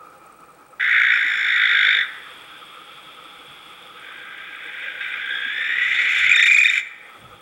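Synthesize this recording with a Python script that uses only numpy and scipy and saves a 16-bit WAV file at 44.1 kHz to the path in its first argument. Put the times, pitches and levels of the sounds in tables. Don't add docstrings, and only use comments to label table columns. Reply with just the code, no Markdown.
import sys
import numpy as np
from scipy import signal
from scipy.fft import rfft, irfft
from scipy.io import wavfile
from scipy.ndimage import uniform_filter1d, minimum_filter1d

SR = 44100
rng = np.random.default_rng(int(sys.argv[2]) if len(sys.argv) > 2 else 0)


def to_wav(s):
    ch = np.atleast_2d(s).T
    pcm = np.round(np.clip(ch, -1, 1) * 32767)
    wavfile.write(sys.argv[1], SR, pcm.astype(np.int16))


N = 326781
TIME = np.arange(N) / SR
FREQ = np.fft.rfftfreq(N, 1 / SR)

# freq_hz, relative_db
AIR_SPECTRUM = [(25, -15), (60, -8), (150, -9), (400, 0.5), (700, -1.5), (1050, -2), (1500, -3.5),
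                (1950, -10), (2450, -9.5), (3000, -16), (6000, -22.5), (10000, -21.5), (13000, -28),
                (15500, -23.5)]
HISS_SPECTRUM = [(760, -28.5), (1300, -2.5), (1840, -14), (2340, -6), (3030, -12.5), (3340, 0), (3550, -5),
                 (4000, -25.5), (4780, -25.5), (5180, -25.5), (5950, -37.5), (8770, -29.5), (9590, -32),
                 (11800, -28.5), (14000, -71)]
# centre_hz, width_hz, level_db, throb_db
DISTANT_BANDS = [(164.6, 62, -67, -2.5), (315.5, 45, -65.5, 7), (500, 37, -63, 10), (824, 54, -60.5, 1.5),
                 (1277, 142, -52, 7.5), (2400, 190, -65, 5)]
# middle_s, length_s, centre_hz, level_db
SOFT_BUMPS = [(2.548, 0.072, 1540, -45), (3.51, 0.051, 170, -53), (4.87, 0.17, 557, -51),
              (5.47, 0.033, 268.2, -51), (5.905, 0.09, 126.6, -57.5), (6.26, 0.11, 80, -48),
              (6.54, 0.05, 146.5, -49), (7.239, 0.083, 131, -50), (7.327, 0.097, 121, -52.5)]
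# pitch_hz, level_db
WHINE_TONES = [(15735.5, -69), (15745.3, -74.5)]
# centre_hz, width_hz, gain_db
THROAT_RESONANCES = [(1507, 354, -0.5), (1960, 327, -1.5), (2337, 422, -3.5), (2984, 250, -7),
                     (3492, 305, 0.5), (3672, 32, 0), (4335, 250, -27), (5356, 690, -25.5),
                     (6580, 1240, -31), (7220, 580, -24), (8800, 910, -34.5), (10700, 1300, -32)]
# freq_hz, relative_db
RUSH_SPECTRUM = [(1200, -1.5), (2400, 13), (3600, -1), (4200, 1.5), (7200, -6.5), (11000, -35)]
SIZZLE_SPECTRUM = [(2500, -44), (4200, -8), (5800, -1), (7300, 2), (9000, -3.5), (11500, -2.5),
                   (13000, -10.5)]
# time_s, effort_db, rasp_db
SHORT_CALL_CURVE = [(.8, -15.5, -20), (.93, -10, -29), (1.07, -11.5, -30), (1.15, -12, -8.5),
                    (1.21, -14, -15), (1.36, -16.5, -5.5), (1.61, -11.5, -17.5), (1.9, -12, -13),
                    (2.02, -14.5, -16)]
# time_s, effort_db, pitch_hz, air_share
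LONG_CALL_CURVE = [(3.96, -42.5, 1550, 0.75), (4.1, -35, 1563, .42), (4.55, -33, 1587, 0.68),
                   (4.87, -27, 1600, 0.8), (4.995, -32, 1590, .76), (5.012, -25, 1578, 0.94),
                   (5.2, -25, 1585, 0.62), (5.32, -20.5, 1605, 0.07), (5.47, -22, 1629, 0.27),
                   (5.84, -16, 1931, 0.4), (6.2, -14.5, 2070, 0.8), (6.3, -13, 2101, 0.79),
                   (6.42, -11, 1914, 0.49), (6.57, -7, 2000, 0.07), (6.79, -12.5, 2020, 0.7)]
# middle_s, length_s, top_pitch_hz, boost_db
SQUEAL_NOTES = [(6.004, .0042, 2320, 5), (6.264, .006, 2250, 6.5), (6.296, .005, 2350, 10),
                (6.322, 0.01614, 2450, 10.5), (6.36, .007, 2460, 9.5), (6.426, .007, 2420, 9),
                (6.459, .006, 2470, 9), (6.491, .022, 2390, 4), (6.523, 0.021, 2420, 7),
                (6.555, .021, 2450, 5.5), (6.594, .019, 2460, 8), (6.624, .021, 2450, 8),
                (6.663, .014, 2480, 12), (6.699, .008, 2450, 10.5), (6.736, .005, 2400, 7),
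                (6.777, .0074, 2420, 12.5)]
# middle_s, length_s, boost_db
YELP_NOTES = [(6.35, .012, -4.5), (6.382, .018, -2), (6.417, .015, -2), (6.451, 0.01492, -4.5),
              (6.65, 0.0129, 0), (6.689, .014, -2)]

SHORT_START_S, SHORT_END_S, LONG_START_S, LONG_END_S = .796, 2.05, 3.96, 6.815
VOICED_S, BREAK_S = 5.2, 5.86


def amp(db):
    return 10 ** (np.asarray(db) / 20)


def unit(x):
    return x / np.sqrt(np.mean(x ** 2) + 1e-20)


def blend(a, b, share):
    return a + (b - a) * share


def ramp(start_s, length_s):
    return np.clip((TIME - start_s) / length_s, 0, 1)


def follow(curve):
    times, *columns = np.transpose(curve)
    return [np.interp(TIME, times, column) for column in columns]


def over_frequency(points, hz):
    point_hz, values = np.transpose(points)
    return np.interp(np.log(hz + 1), np.log(point_hz + 1), values)


def peak(hz, width):
    return 1 / (1 + ((FREQ - hz) / width) ** 2) ** 2


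def noise(gain):
    return unit(irfft(rfft(rng.standard_normal(N)) * gain, N))


def shaped_noise(spectrum):
    return noise(amp(over_frequency(spectrum, FREQ)))


def wander(hz):
    return noise(np.exp(-(FREQ / hz) ** 2))


def country_air(level_db=-52.5):
    bands = sum(amp(db + throb_db * np.tanh(wander(24))) * noise(peak(hz, width))
                for hz, width, db, throb_db in DISTANT_BANDS)
    return amp(level_db + wander(14)) * shaped_noise(AIR_SPECTRUM) + bands


def hiss(start_s=.8, level_db=-46):
    fader_db = np.interp(TIME, [2.2, 3, 3.9, 4.3, 6, 7.3], [3.5, 2, 1.5, -4.5, -1, -5.5])
    return amp(level_db + fader_db + .5 * wander(16)) * (TIME > start_s) * shaped_noise(HISS_SPECTRUM)


def ticks(per_s=60, level_db=-67.5, ring_s=.0017, spread_db=4):
    clicks = (rng.random(N) < per_s / SR) * amp(spread_db * rng.uniform(-1, 1, N))
    age = TIME[:2 ** 10] / ring_s
    bursts = np.sqrt(abs(signal.oaconvolve(clicks ** 2, age * np.exp(-2 * age))[:N]))
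    return amp(level_db) * unit(bursts * noise(peak(hz=8550, width=750) + .059))


def bumps():
    return sum(amp(db) * np.exp(-(2 * (TIME - middle_s) / length_s) ** 2) * noise(peak(hz, width=96))
               for middle_s, length_s, hz, db in SOFT_BUMPS)


def whine():
    return sum(amp(db) * np.sqrt(2) * np.sin(2 * np.pi * (hz * TIME + rng.random()))
               for hz, db in WHINE_TONES)


def barn(calls, early_db=-12, tail_db=-16, early_decay_s=.017):
    t = TIME[:SR]
    taps = rng.choice([-1., 1.], SR) * (rng.random(SR) < 3000 / SR) * (t > .003)
    early = taps * np.exp(-t / early_decay_s)
    hz, frame_s, wash = signal.stft(rng.standard_normal(SR) * (t > .015), SR, nperseg=256)
    reverb_s = over_frequency([(1000, 1), (1900, 1), (2500, .72), (3500, .62), (5500, .45),
                               (7200, .53), (9000, .44), (12000, .37)], hz)[:, None]
    tail = signal.istft(wash * amp(-60 * frame_s / reverb_s), SR, nperseg=256)[1][:SR]
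    response = amp(early_db) * early / np.linalg.norm(early) + amp(tail_db) * tail / np.linalg.norm(tail)
    return calls + signal.fftconvolve(calls, response)[:N]


def throat(source, low_cut_hz=1230):
    gain = np.sqrt(sum((amp(db) * peak(hz, width)) ** 2 for hz, width, db in THROAT_RESONANCES))
    gain /= np.sqrt(1 + (low_cut_hz / (FREQ + 1)) ** 20)
    cepstrum = irfft(np.log(np.maximum(gain, 1e-5)), N)[:N // 2]
    cepstrum[1:] *= 2
    response = irfft(np.exp(rfft(cepstrum, N)), N)[:2 ** 11]
    return signal.oaconvolve(source, response)[:N]


def rush(pitch_hz, rush_db, ring_db):
    phase = 2 * np.pi * np.cumsum(pitch_hz * np.ones(N)) / SR
    ring = ((wander(180) + 1j * wander(160)) * np.exp(1j * phase)).real
    return amp(rush_db) * shaped_noise(RUSH_SPECTRUM) + amp(ring_db) * ring


def sizzle(level_db):
    return amp(level_db) * shaped_noise(SIZZLE_SPECTRUM)


def rasp(push):
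    puffs = noise(peak(hz=6950, width=450)) + sizzle(level_db=-7)
    return amp(-3) * noise(peak(hz=5350, width=330)) + blend(.15, 1, push) * puffs


def pulse(cycle, width):
    return np.exp(-((cycle - np.round(cycle)) / width) ** 2)


def flutter(rate_hz, push_lead, push_width, flick_lead, flick_width):
    cycle = np.cumsum(rate_hz) / SR + .0251 * wander(38.44)
    push = pulse(cycle + push_lead, push_width)
    flick = pulse(cycle + flick_lead, flick_width) * (1 + .1 * wander(12.04))
    return push, flick


def scatter(push, steadying, speed_hz):
    return np.maximum(1 - steadying * push, .12) * (wander(speed_hz) + .6)


def whistle(hz, strain, octave_db, third_db, fourth_db):
    phase = 2 * np.pi * np.cumsum(hz) / SR
    overtones = (amp(octave_db) * np.sin(2 * phase)
                 + amp(third_db + 5.9 * np.tanh(wander(16))) * np.sin(3 * phase)
                 + amp(fourth_db) * np.sin(4 * phase))
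    return np.sqrt(2) * (np.sin(phase) + strain * overtones)


def call_gate(start_s, end_s, release_s=.026, release_db=-16):
    gate = ramp(start_s, .002) * (1 - ramp(end_s, .002))
    return gate * amp(release_db * ramp(end_s - release_s, release_s))


def locked_tones(edge_s=.00306, arch_hz=169.7, catch_db=-11.5, yelp_hz=1828, yelp_rise_hz_per_s=3800):
    notes = []  # middle_s, length_s, pitch_hz, boost_db, octave_db, third_db
    for middle_s, length_s, top_hz, db in SQUEAL_NOTES:
        offset_s = TIME - middle_s
        arch = np.minimum(abs(2 * offset_s / length_s), 1.3) ** 4
        catch = np.exp(-((offset_s - length_s / 2 + .0067) / .0028) ** 2)
        notes.append((middle_s, length_s, top_hz - arch_hz * arch, db + catch_db * catch, -6, 1.5))
    for middle_s, length_s, db in YELP_NOTES:
        notes.append((middle_s, length_s, yelp_hz + yelp_rise_hz_per_s * (TIME - middle_s), db, 1, -2))
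    lock, controls = np.zeros(N), np.zeros((4, N))
    for middle_s, length_s, *values in notes:
        held = np.clip((length_s / 2 - abs(TIME - middle_s)) / edge_s + .5, 0, 1)
        lock += held
        for control, value in zip(controls, values):
            control += held * value
    return np.minimum(lock, 1), controls / (lock + 1e-9)


def short_screech(pitch_hz=1591, scatter_hz=249, air_share=.063, slack_s=.081,
                  flutter_hz=58.96, sag_hz_per_s=7.87, octave_db_per_s=12):
    effort_db, rasp_db = follow(SHORT_CALL_CURVE)
    age = TIME - SHORT_START_S
    rate_hz = (flutter_hz - sag_hz_per_s * age) * (age >= 0)
    push, flick = flutter(rate_hz, push_lead=.14, push_width=.21, flick_lead=.08, flick_width=.13)
    slack = ramp(SHORT_END_S - slack_s, slack_s)
    swing_hz = blend(406.615, 709.728, ramp(SHORT_START_S, .1178) * (1 - slack))
    hz = pitch_hz + swing_hz * flick + scatter_hz * scatter(push, steadying=1, speed_hz=457)
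    octave_db = -10.5 + octave_db_per_s * np.clip(age, 0, SHORT_END_S - SHORT_START_S) - 9 * slack
    strain = blend(.28, .91, push)
    tone = whistle(hz, strain, octave_db, third_db=blend(-30, -8, push), fourth_db=-26)
    voice = blend(.5, .99, push) * np.sqrt(1 - air_share) * tone + amp(rasp_db) * rasp(push)
    breath = np.sqrt(air_share) * blend(.73, 1, push) * rush(pitch_hz, rush_db=2.5, ring_db=-1)
    return (voice + breath) * amp(effort_db + .68 * wander(70)) * call_gate(SHORT_START_S, SHORT_END_S)


def long_screech(hiss_flutter_hz=54, voiced_flutter_hz=62.8, loosen_s=.14, swing_hz=110,
                 octave_db_per_hz=-.0466, sizzle_db_per_s=14):
    effort_db, pitch_hz, air_share = follow(LONG_CALL_CURVE)
    loosened, broken = ramp(BREAK_S - loosen_s, loosen_s), ramp(BREAK_S, .0903)
    lock, (locked_hz, boost_db, locked_octave_db, locked_third_db) = locked_tones()
    rate_hz = np.where(TIME < VOICED_S, hiss_flutter_hz, voiced_flutter_hz) * (TIME >= LONG_START_S)
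    push, flick = flutter(rate_hz, push_lead=.16, push_width=.25, flick_lead=.19, flick_width=.15)
    push = blend(push, blend(.5, push, .394), loosened)
    scatter_hz = blend(140, 270, broken) * scatter(push, steadying=.92, speed_hz=421.6)
    free_hz = pitch_hz + broken * swing_hz * flick + scatter_hz
    hz = blend(free_hz, locked_hz + 35 * wander(237), lock)
    free_octave_db = blend(octave_db_per_hz * (pitch_hz - pitch_hz[0]), 1, broken)
    octave_db = blend(free_octave_db, locked_octave_db, lock)
    third_db = blend(blend(-13, -2, broken), locked_third_db, lock)
    strain = blend(blend(.92, .89, push), .78, lock)
    tone = whistle(hz, strain, octave_db, third_db, fourth_db=-13)
    sizzle_db = blend(-19, -4 + sizzle_db_per_s * (TIME - BREAK_S), loosened)
    sizzle_db += -10 * lock + 3 * wander(50)
    air_share *= 1 - .96 * lock
    tremolo = blend(blend(.29, .97, push), .88, lock)
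    voice = tremolo * (np.sqrt(1 - air_share) * tone + sizzle(sizzle_db))
    breath = np.sqrt(air_share) * blend(.61, .74, push) * rush(pitch_hz, rush_db=4, ring_db=-5)
    flicker_db = blend(1.1, 1.84, broken) * (1 - .5 * lock) * wander(79)
    level_db = effort_db + lock * boost_db + flicker_db
    return (voice + breath) * amp(level_db) * call_gate(LONG_START_S, LONG_END_S)


def scene():
    owl = barn(throat(short_screech() + long_screech()))
    return (owl + country_air() + hiss() + ticks() + bumps() + whine())[None]


def record(dry, threshold_db=-16.5, memory_s=.44, ceiling=.78, high_cut_hz=16000):
    recent = np.clip((memory_s - TIME[:SR]) / .02, 0, 1)
    power = abs(signal.fftconvolve((dry ** 2).mean(0), recent / recent.sum())[:N])
    ducked = dry * amp(-np.maximum(10 * np.log10(power + 1e-12) - threshold_db, 0))
    limiter_gain = np.minimum(ceiling / (abs(ducked) + 1e-9), 1)
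    limited = ducked * uniform_filter1d(minimum_filter1d(limiter_gain, size=129), size=129)
    high_cut = signal.firwin(1023, high_cut_hz, window=("kaiser", 9), fs=SR)
    return signal.oaconvolve(limited, high_cut[None], "same")


dry = scene()
out = record(dry)
to_wav(out)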